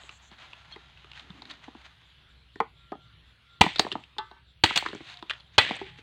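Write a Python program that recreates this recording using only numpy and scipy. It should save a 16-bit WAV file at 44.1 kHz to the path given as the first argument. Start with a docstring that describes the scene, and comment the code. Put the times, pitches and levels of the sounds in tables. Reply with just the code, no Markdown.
"""Splitting a plank with a machete

Outdoors, a plank is set down over a stump and split by three hard chops. The edge tears fibres and shakes
the stump, and ground and bushes reflect the sound. Plank, blade and chips click and ring on impact, and
the soil answers with dull thuds. Feet and wood rustle in dry litter; insects, a far hum and a thin tone
fill the air."""
import sys
import numpy as np
from scipy import signal
from scipy.fft import rfft, irfft, next_fast_len
from scipy.io import wavfile
from scipy.ndimage import uniform_filter1d, map_coordinates

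SR = 44100
rng = np.random.default_rng(int(sys.argv[2]) if len(sys.argv) > 2 else 0)


def store_pcm(level_fs):
    """Save levels as 16-bit WAV."""
    pcm = np.round(np.clip(level_fs, -1, 1) * 32767).astype(np.int16)
    wavfile.write(sys.argv[1], SR, np.atleast_2d(pcm).T)


N = 265482

# Noise spectra: f/Hz, relative spectral level/dB
AIR_SPECTRUM = [(120, -30), (200, -11), (400, -13), (800, -14), (1300, -7), (2400, -8), (3300, -3),
                (4200, -9), (5200, -24), (6500, -30), (9000, -33), (16000, -42)]
RUMBLE_SPECTRUM = [(30, -22), (70, -11), (110, 2), (160, -2), (250, -35), (500, -51)]
LITTER_SPECTRUM = [(120, -66), (200, -22), (453, -30.5), (694, -16.5), (2020, -15.5), (2200, -17.5),
                   (3690, -16.5), (5650, -36), (6290, -32), (14000, -67)]
TEAR_SPECTRUM = [(180, -33.5), (300, -10), (624, -7), (946, -4.5), (1250, -14.5), (2280, -5.5), (2520, -4),
                 (3240, -2), (5700, -20), (6620, -19), (9710, -37.5), (12500, -56), (16000, -45.5)]
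NEAR_ECHO_SPECTRUM = [(150, -27), (500, -5), (1300, -0.5), (2000, -4), (3400, -9), (4400, -0.5),
                      (5300, -30.5), (6600, -25.5), (8500, -23.5), (10000, -48), (15500, -39.5)]  # stump and ground
FAR_ECHO_SPECTRUM = [(300, -20.5), (1300, -20), (1900, -7.5), (3400, -9.5), (4400, -18.5), (5300, -30.5),
                     (8500, -24.5), (10000, -44), (15500, -44)]
# Level curves: t/s, level/dB
AIR_LEVEL = [(0, -63), (2.5, -63), (3.1, -64), (3.55, -63), (4.3, -63), (4.45, -67), (4.6, -65), (5.0, -63),
             (5.5, -64), (6.03, -63)]
CRICKET_LEVEL = [(0, -95), (1.9, -92), (2.1, -85), (3.6, -85), (4.2, -84), (6.02, -88)]  # of the chirp's upper band
LITTER_LEVEL = [(0, -54), (.14, -58), (.3, -64), (.5, -57), (.74, -57), (.95, -61), (1.3, -57), (1.55, -56),
                (1.86, -60), (2.0, -66), (2.3, -76)]  # leaves stirred while crouching
# Bursts of a near insect, sinking in pitch: t/s, level/dB, frequency shift/Hz
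BUZZES = [(0, -65.5, 250), (.1, -65, 0), (.215, -66.5, -250)]
# Bands of its wing noise: f/Hz, bandwidth/Hz, relative level/dB
WING_BANDS = [(6500, 800, 0), (7400, 800, 0)]
# A foot or chip brushes the litter: t/s, level/dB, time to fade by a factor e/s, gain of the lows/dB
SCUFFS = [(.335, -60, 0.025, 3), (0.426, -50, 0.038, -0.5), (1.185, -48, 0.03, -6), (1.508, -47, 0.01, -8),
          (1.645, -58, .012, -9), (1.853, -57, 0.014, -9), (4.98, -72, 0.073, 12),
          (5.1, -45.5, 0.062, -8.5), (5.195, -52.5, 0.0095, -5), (5.34, -56, 0.076, -1),
          (5.549, -50.5, 0.02, -13), (5.99, -49.5, 0.017, -15)]
# Contacts of plank and chips: t/s, click level/dB, click f/Hz, wood level/dB, wood f/Hz, thud level/dB
KNOCKS = [(0.035, -39, 3230, -54, 587, -53.5), (0.0923, -26.5, 2620, -38, 1270, -55),
          (0.314, -40, 3500, -44.5, 890, -47), (0.5322, -32.5, 2840, -44.5, 960, -62),
          (0.737, -32.5, 3200, -51, 1400, -60), (0.7605, -33.5, 1940, -56, 790, -41.5),
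          (0.973, -38.5, 2650, -64, 1510, -72), (1.044, -38, 2920, -43, 1460, -51),
          (1.1155, -31, 2900, -53, 1060, -68), (1.1327, -33, 2820, -57, 1060, -77),
          (1.153, -38, 3000, -63, 1000, -78), (1.175, -33, 2000, -57, 1700, -75),
          (1.195, -30.5, 3340, -55, 1500, -77), (1.3033, -36.5, 3570, -43.5, 1160, -64),
          (1.4202, -27.5, 3780, -39.5, 905, -53), (1.4534, -33.5, 3880, -40.5, 1800, -75),
          (1.499, -32, 3660, -53, 1800, -70), (1.511, -25.5, 3730, -45, 1810, -53),
          (1.6804, -48, 3370, -37, 880, -37), (1.7492, -46, 3150, -41, 940, -40),
          (2.5572, -31, 1720, -67, 1460, -36.5), (2.602, -16.5, 2060, -12, 1000, -23.5),
          (2.919, -31, 1690, -29.5, 657, -27.5), (2.9521, -48, 3280, -42, 744, -40),
          (3.6133, -2.5, 2540, -4, 920, -18.5), (3.6378, -14.5, 1920, -27, 925, -19),
          (3.663, -20, 1900, -15, 880, -32), (3.759, -13, 3840, -46, 930, -43),
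          (3.784, -20, 4300, -42, 900, -61), (3.7948, -0.5, 4340, -11.5, 813, -21.5),
          (3.8481, -26, 1780, -31, 800, -27), (3.8657, -51, 3370, -21.5, 780, -32),
          (3.9163, -16, 3090, -33, 1080, -33.5), (3.924, -17, 3260, -55, 969, -32.5),
          (3.953, -56, 1880, -19.5, 860, -27), (3.75, -36, 4300, -72, 900, -70),
          (3.941, -41, 3100, -72, 900, -66), (4.037, -31.5, 2950, -68, 820, -76.5),
          (4.165, -52, 1680, -48, 900, -50.5), (4.183, -15, 3735, -41, 910, -38.5),
          (4.313, -41.5, 4010, -38.5, 852, -51), (4.638, -6, 3290, -26.5, 943, -18),
          (4.7076, -24, 1720, -18.5, 1090, -32.5), (4.824, -44.5, 1510, -25, 770, -39),
          (4.852, -43, 1610, -32, 1110, -42), (4.8609, -15, 1760, -18.5, 1080, -32.5),
          (4.886, -29, 3500, -54, 1000, -36), (4.901, -69.5, 2750, -70, 1640, -42),
          (4.9298, -31, 1730, -37.5, 566, -31), (4.948, -26, 6340, -70, 600, -70),
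          (4.9486, -34, 2330, -41, 547, -31), (5.005, -38, 1900, -46, 537, -36.5),
          (5.031, -45, 3600, -75, 1000, -71), (5.054, -48, 3600, -77, 1000, -73.5),
          (5.0755, -39, 3690, -75, 1000, -70), (5.088, -34, 2030, -83, 1260, -65),
          (5.098, -31, 3900, -75, 1000, -73), (5.1185, -35, 3900, -75, 1000, -68),
          (5.14, -32, 3700, -72, 703, -73), (5.171, -31, 3700, -74, 680, -74),
          (5.2252, -28, 3550, -30, 1010, -37), (5.297, -16, 2840, -26.5, 1520, -76),
          (5.304, -16.5, 3090, -48, 1550, -75), (5.3089, -18.5, 3520, -18.5, 1710, -74),
          (5.3348, -32, 3030, -64, 1150, -83.5), (5.38, -48, 4050, -72, 1000, -80),
          (5.4, -37, 4170, -72.5, 1000, -75), (5.405, -36, 3540, -71, 1000, -68),
          (5.69, -37, 2000, -43, 596, -38), (5.7079, -22, 2100, -19, 766, -23.5),
          (5.7422, -30, 3080, -50, 826, -57), (5.754, -28, 6570, -58, 800, -70),
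          (5.7637, -24, 8100, -38, 776, -69), (5.8132, -35, 3010, -31.5, 800, -31),
          (5.9858, -37, 2070, -55, 940, -45)]
# A knee, heel or plank end presses the soil: t/s, peak level/dB, f/Hz
SOIL_PUSHES = [(0.316, -48, 183), (1.302, -38, 179), (1.68, -41, 274), (1.752, -44.5, 223),
               (3.663, -26, 183)]
# A thin far tone: t/s, duration/s, level/dB, f/Hz
FAR_TONES = [(0.376, 0.58, -68.5, 1376), (2.747, 0.41, -67.5, 1376), (3.454, .17, -63.5, 1386),
             (5.11, 0.12, -59, 719)]
# Modes of the struck bodies: f/Hz, relative level/dB, T60/s
BLADE_MODES = [(3260, 13, 0.11), (3800, -8, 1), (4260, 14.5, 0.057), (6000, -6, 0.067)]
PLANK_MODES = [(441, -9, .1), (614, -20, .06), (807, -5, .07), (900, 0, .04), (1023, -3, .06),
               (1244, -5, .07), (1500, -16, .05), (1820, -18, .05)]
WEDGED_MODES = [(877, -8, 0.07), (1497, -22, 0.15), (1960, -5, 0.2), (2466, -8, 0.11), (2541, -4, 0.12),
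                (2907, -8, 0.1), (3112, -13, 0.2), (3413, -3, 0.094), (3984, -20, 0.35)]  # the plank with the blade in it
OFFCUT_MODES = [(377, -16, 0.21), (883, 0, 0.13), (942, -8, 0.2), (1114, -12, .18), (1184, -9, 0.27),
                (1303, -14, 0.28), (1534, -6, 0.2), (1733, -11, 0.22), (2030, -20, .3), (2750, -16, .15),
                (3192, -18, 0.19), (3865, -24, 0.2)]  # a long dry chip
END_PIECE_MODES = [(385, 10.5, 0.18), (840, -15.5, 3), (1470, -37, 5.0)]  # the piece cut off last
# Impacts on those bodies: t/s, peak level/dB
BLADE_TAPS = [(0.7221, -36.5)]
PLANK_HITS = [(0.759, -42), (2.6029, -15.5), (2.923, -30), (3.613, -15)]
WEDGED_BLOWS = [(3.613, -17.5), (4.637, -23), (5.584, -9)]
OFFCUT_FALLS = [(4.185, -24.5), (4.31, -43), (4.364, -48.5)]
END_PIECE_FALLS = [(5.814, -37)]
# Weight shifts as the plank is lifted: t/s, duration/s, level/dB
WEIGHT_SHIFT = (1.214, 0.398, -60)
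# Chops and the cracks that follow: t/s, tear level/dB, rise/s, cutting time/s, deep thump level/dB,
# upper thump level/dB, hollow knock re tear/dB, tilt/(dB per octave), echo gain re tear/dB
CHOPS = [(3.6099, -11.5, .004, 0.0089, -11.5, -9.5, -2, 3, -20),
         (3.794, -17, 0.00094, 0.0041, -34.5, -26, -12, 6.5, -26),
         (4.637, -12.5, 0.0021, 0.0085, -14.5, -28.5, -2, 1.5, -15.5),
         (4.7582, -18.5, 0.00088, 0.0078, -37.5, -43, -23, 3.5, -23.5),
         (4.7657, -20, 0.0029, 0.0058, -56, -30.5, -14, 1.5, -26.5),
         (4.774, -16, 0.00056, 0.0053, -48, -46, -22, 3.5, -20.5),
         (5.5808, -8, 0.0019, 0.0082, -15.5, -44, -27, -0.5, -16.5)]


def amp(db):
    """Amplitude ratio of a level in dB."""
    return 10 ** (np.asarray(db) / 20)


def unit(x):
    """Normalisation to rms 1."""
    return x / np.sqrt(np.mean(x ** 2) + 1e-20)


def peaked(x):
    """Normalisation to peak 1."""
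    return x / np.abs(x).max()


def along(points, hz):
    """Interpolation of (f/Hz, value) points on a logarithmic frequency axis."""
    f, values = np.transpose(points)
    return np.interp(np.log(hz + 1), np.log(f + 1), values)


def level(curve):
    """Gain per sample of a (t/s, level/dB) curve, silent outside it."""
    times, db = np.transpose(curve)
    return amp(np.interp(np.arange(N) / SR, times, db, left=-200, right=-200))


def held(start, length, fade):
    """Gate whose fades are centred on its start and end; times in s."""
    t = np.arange(N) / SR
    return np.clip(np.minimum(t - start, start + length - t) / fade + .5, 0, 1) ** 2


def decay(t, t60):
    """Exponential damping: 60 dB down after t60 seconds."""
    return amp(-60 * t / t60)


def wobble(rate):
    """Smooth random modulation with rate knots a second."""
    return map_coordinates(rng.standard_normal(int(N * rate / SR) + 4), [np.arange(N) * rate / SR])


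def filtered(x, response):
    """Linear filtering: the spectrum of x times a frequency response."""
    size = next_fast_len(len(x) + 8192)
    return irfft(rfft(x, size) * response(np.fft.rfftfreq(size, 1 / SR)), size)[:len(x)]


def bandpass(x, low_hz, top_hz):
    """Third-order band-pass filter."""
    return signal.sosfilt(signal.butter(3, [low_hz, top_hz], "bandpass", fs=SR, output="sos"), x)


def resonance(f, hz, width_hz):
    """Complex response of a damped oscillator tuned to hz."""
    return 1j * f * width_hz / (hz * hz - f * f + 1j * f * width_hz + 1e-9)


def noise(length, spectrum, tilt_db=0):
    """Coloured noise of rms 1, tilted by tilt_db per octave about 2 kHz."""
    gain = lambda hz: amp(along(spectrum, hz) + tilt_db * np.log2((hz + 1) / 2000))
    return unit(filtered(rng.standard_normal(length), gain))


def band_noise(length, hz, width_hz, stages=2):
    """Noise of rms 1 through a cascade of equal resonators."""
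    return unit(filtered(rng.standard_normal(length), lambda f: resonance(f, hz, width_hz) ** stages))


def add(track, start, x):
    """Superposition of x on track from start seconds."""
    part = track[round(start * SR):][:len(x)]
    part += x[:len(part)]


def still_air():
    """Ambient noise, modulated in random patches of time and frequency."""
    spectrogram = signal.stft(noise(N + 512, AIR_SPECTRUM), nperseg=512)[2]
    patches = uniform_filter1d(rng.standard_normal(spectrogram.shape), 5, axis=0)
    patches = unit(uniform_filter1d(patches, 16, axis=1))
    air = signal.istft(spectrogram * amp(3 * patches), nperseg=512)[1][:N]
    return level(AIR_LEVEL) * amp(wobble(3)) * unit(air)


def far_hum():
    """A wavering low sinusoid in noise, over a rumble that stays up after each hard blow."""
    tone = np.sin(2 * np.pi * np.cumsum(63.5 + 2 * wobble(6)) / SR)
    hum = amp(-63 + 2 * wobble(5)) * unit(tone + .5 * band_noise(N, hz=62, width_hz=30, stages=1))
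    after_blow = sum(held(start, length=0.4, fade=0.048) for start, _ in WEDGED_BLOWS)
    rumble = amp(-65.5 + 9 * after_blow) * unit(amp(3 * wobble(4.5)) * noise(N, RUMBLE_SPECTRUM))
    return bandpass(hum + rumble, low_hz=26, top_hz=2000)


def insect_buzz():
    """Rapid amplitude modulation roughens bands of wing noise into a rasp."""
    out = np.zeros(N)
    rasp = rng.standard_normal(N) * amp(0.84 * wobble(173))
    for start, db, shift_hz in BUZZES:
        wings = lambda f: sum(amp(band_db) * abs(resonance(f, hz + shift_hz, width_hz)) ** 2
                              for hz, width_hz, band_db in WING_BANDS)
        out += amp(db) * held(start, length=0.09, fade=0.027) * unit(filtered(rasp, wings))
    return out


def cricket(period_s=0.243):
    """Periodic modulation of two noise bands gives about four chirps a second."""
    pulse = np.cos(np.pi * (np.arange(N) / SR - 2.8) / period_s) ** 12
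    upper = pulse * amp(2.3 * wobble(1.3)) * band_noise(N, hz=7450, width_hz=630)
    lower = amp(20) * np.sqrt(pulse) * band_noise(N, hz=3500, width_hz=710)
    return level(CRICKET_LEVEL) * (upper + lower)


def insect_whirr():
    """Narrow-band noise, faint and high, with a flickering level."""
    return band_noise(N, hz=10600, width_hz=1200) * amp(-94.5 + 2 * wobble(20))


def rustle():
    """Dry leaves and twigs emit random impulses: clumped crackles on a hiss, swelling at each scuff."""
    t = np.arange(N) / SR
    strength = amp(1.2 * rng.exponential(size=N) + 3 * wobble(60))
    impulses = strength * (rng.random(N) < .04) * rng.standard_normal(N)
    crackle = unit(filtered(impulses, lambda hz: amp(along(LITTER_SPECTRUM, hz))))
    leaves = unit(amp(1.5 * wobble(30)) * (noise(N, LITTER_SPECTRUM) + .9 * crackle))
    highs = filtered(leaves, lambda hz: 1 / (1 + (1700 / (hz + 1)) ** 4))
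    lows = leaves - highs
    scuffs = sum(amp(db) * np.exp(-((t - centre) / width) ** 2) * (highs + amp(lows_db) * lows)
                 for centre, db, width, lows_db in SCUFFS)
    return level(LITTER_LEVEL) * leaves + scuffs


def knocks():
    """Impact excites damped resonances: a bright click, a dry wooden knock and a thud of the soil."""
    out, t = np.zeros(N), np.arange(SR // 8) / SR
    scrape = lambda t60, rise: (1 - np.exp(-t / rise)) * decay(t, t60) * rng.standard_normal(len(t))
    snap = np.arange(len(t)) == round(0.0012 * SR)  # sharp contact just after first touch
    soil = lambda f: (resonance(f, 230, 270) - 1.18 * resonance(f, 397, 150)) * resonance(f, 800, 660)
    for start, click_db, click_hz, wood_db, wood_hz, thud_db in KNOCKS:
        bright = lambda f: resonance(f, click_hz, .3 * click_hz) ** 2 + .24 * resonance(f, 2500, 5000)
        woody = lambda f: resonance(f, wood_hz, .5 * wood_hz) ** 2 * resonance(f, 900, 1500)
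        click_t60 = 0.028 * amp(.22 * min(click_db + 20, 0))  # clicks below -20 dB die sooner
        click = filtered(scrape(click_t60, rise=0.0002) + amp(13) * snap, bright)
        wood = filtered(scrape(t60=0.014, rise=0.002) + amp(14) * snap, woody)
        thud = filtered(scrape(t60=0.025, rise=0.002), soil)
        for db, part in ((click_db, click), (wood_db, wood), (thud_db, thud)):
            add(out, start, amp(db) * peaked(part))
    return bandpass(out, low_hz=93.4, top_hz=4300) + amp(-19) * bandpass(out, low_hz=4300, top_hz=7640)


def with_reverberation(direct):
    """Convolution with decaying noise adds a short diffuse tail to the direct sound."""
    t = np.arange(SR // 2) / SR
    tail = noise(len(t), [(100, -1), (800, -2.5), (2500, -2), (6000, -9)]) * decay(t, t60=0.18)
    delayed = np.pad(direct, (300, 0))  # about 7 ms
    return direct + amp(-17) * signal.fftconvolve(delayed, tail / np.linalg.norm(tail))[:N]


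def soil_pushes():
    """Soft pushes into the soil give heavily damped low oscillations."""
    out, t = np.zeros(N), np.arange(SR // 10) / SR
    for start, db, hz in SOIL_PUSHES:
        add(out, start, amp(db) * peaked(t * decay(t, t60=0.029) * np.sin(2 * np.pi * hz * t)))
    return out


def far_tone():
    """A thin sinusoid with slight frequency modulation comes and goes."""
    waver_hz = 3 * wobble(38)
    sine = lambda hz: np.sqrt(2) * np.sin(2 * np.pi * np.cumsum(hz + waver_hz) / SR)
    return sum(amp(db) * held(start, length, fade=0.13) * sine(hz) for start, length, db, hz in FAR_TONES)


def ring(modes, t):
    """Free vibration of peak 1: damped modes of randomly scattered strength and drifting phase."""
    steps = rng.standard_normal((len(modes), len(t)))
    drifts = 7 * np.cumsum(uniform_filter1d(steps, 200), axis=1) / np.sqrt(SR)
    vibration = sum(amp(db + 2 * rng.standard_normal()) * decay(t, t60) * np.sin(2 * np.pi * hz * t + drift)
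                    for (hz, db, t60), drift in zip(modes, drifts))
    return peaked(vibration * (1 - np.exp(-t / 0.0019)))


def struck_bodies():
    """Blade, plank and cut pieces ring in their normal modes when they are struck or land."""
    out, t = np.zeros(N), np.arange(SR // 3) / SR
    for modes, hits in ((PLANK_MODES, PLANK_HITS), (OFFCUT_MODES, OFFCUT_FALLS),
                        (END_PIECE_MODES, END_PIECE_FALLS), (WEDGED_MODES, WEDGED_BLOWS),
                        (BLADE_MODES, BLADE_TAPS)):
        for start, db in hits:
            add(out, start, amp(db) * ring(modes, t))
    return out


def shifting_weight():
    """Shifting weight makes a dull rumble: low band noise with an uneven envelope."""
    start, length, db = WEIGHT_SHIFT
    rumble = band_noise(N, hz=266, width_hz=150)
    return amp(db + 2.2 * wobble(20.95)) * held(start, length, fade=0.079) * rumble


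def chops():
    """Fracture: the edge tears fibres for some ms, exciting the plank's resonance and shaking the stump."""
    out, t = np.zeros(N), np.arange(SR) / SR
    for start, db, rise, cut, deep_db, upper_db, hollow_db, tilt_db, echo_db in CHOPS:
        bite = (1 - np.exp(-t / rise)) * np.exp(-(t / cut) ** 4)  # loud while the edge travels
        fibres = noise(SR, TEAR_SPECTRUM, tilt_db)
        hollow_knock = amp(hollow_db) * band_noise(SR, hz=888, width_hz=180)
        tear = amp(db) * bite * (fibres + hollow_knock)
        deep = amp(deep_db) * np.sin(2 * np.pi * 92 * t)
        upper = amp(upper_db) * np.sin(2 * np.pi * 185 * t)
        thump = decay(t, t60=0.041) * (deep + upper)
        add(out, start, tear + thump + amp(db + echo_db) * chop_echo(t, tilt_db))
    return bandpass(out, low_hz=75, top_hz=19000)


def chop_echo(t, tilt_db):
    """Diffuse reflection as decaying noise: brief from stump and ground, longer from the bushes."""
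    far = decay(t, t60=0.67) * noise(len(t), FAR_ECHO_SPECTRUM, tilt_db)
    far_treble = amp(-2) * decay(t, t60=.33) * bandpass(far, low_hz=5500, top_hz=19000)  # dies first
    far = bandpass(far, low_hz=100, top_hz=5500) + far_treble
    near = amp(16.5) * decay(t, t60=0.066) * noise(len(t), NEAR_ECHO_SPECTRUM, tilt_db)
    splinters = amp(2 * wobble(600) + 1.5 * wobble(90))[:len(t)]  # fibres keep snapping unevenly
    return (1 - np.exp(-t / 0.00021)) * splinters * (far + near)


def scene():
    """Superposition of all sources at one microphone."""
    wood = chops() + with_reverberation(knocks()) + struck_bodies()
    ground = soil_pushes() + shifting_weight() + rustle()
    background = still_air() + far_hum() + far_tone()
    insects = insect_buzz() + cricket() + insect_whirr()
    return (wood + ground + background + insects)[None]


def record(dry):
    """Saturation rounds the loudest peaks; a band limit removes everything above 16.1 kHz."""
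    clipped = dry[0] / (1 + np.abs(dry[0]) ** 6) ** (1 / 6)
    return filtered(clipped, lambda hz: hz < 16100)[None]


dry = scene()
out = record(dry)
store_pcm(out)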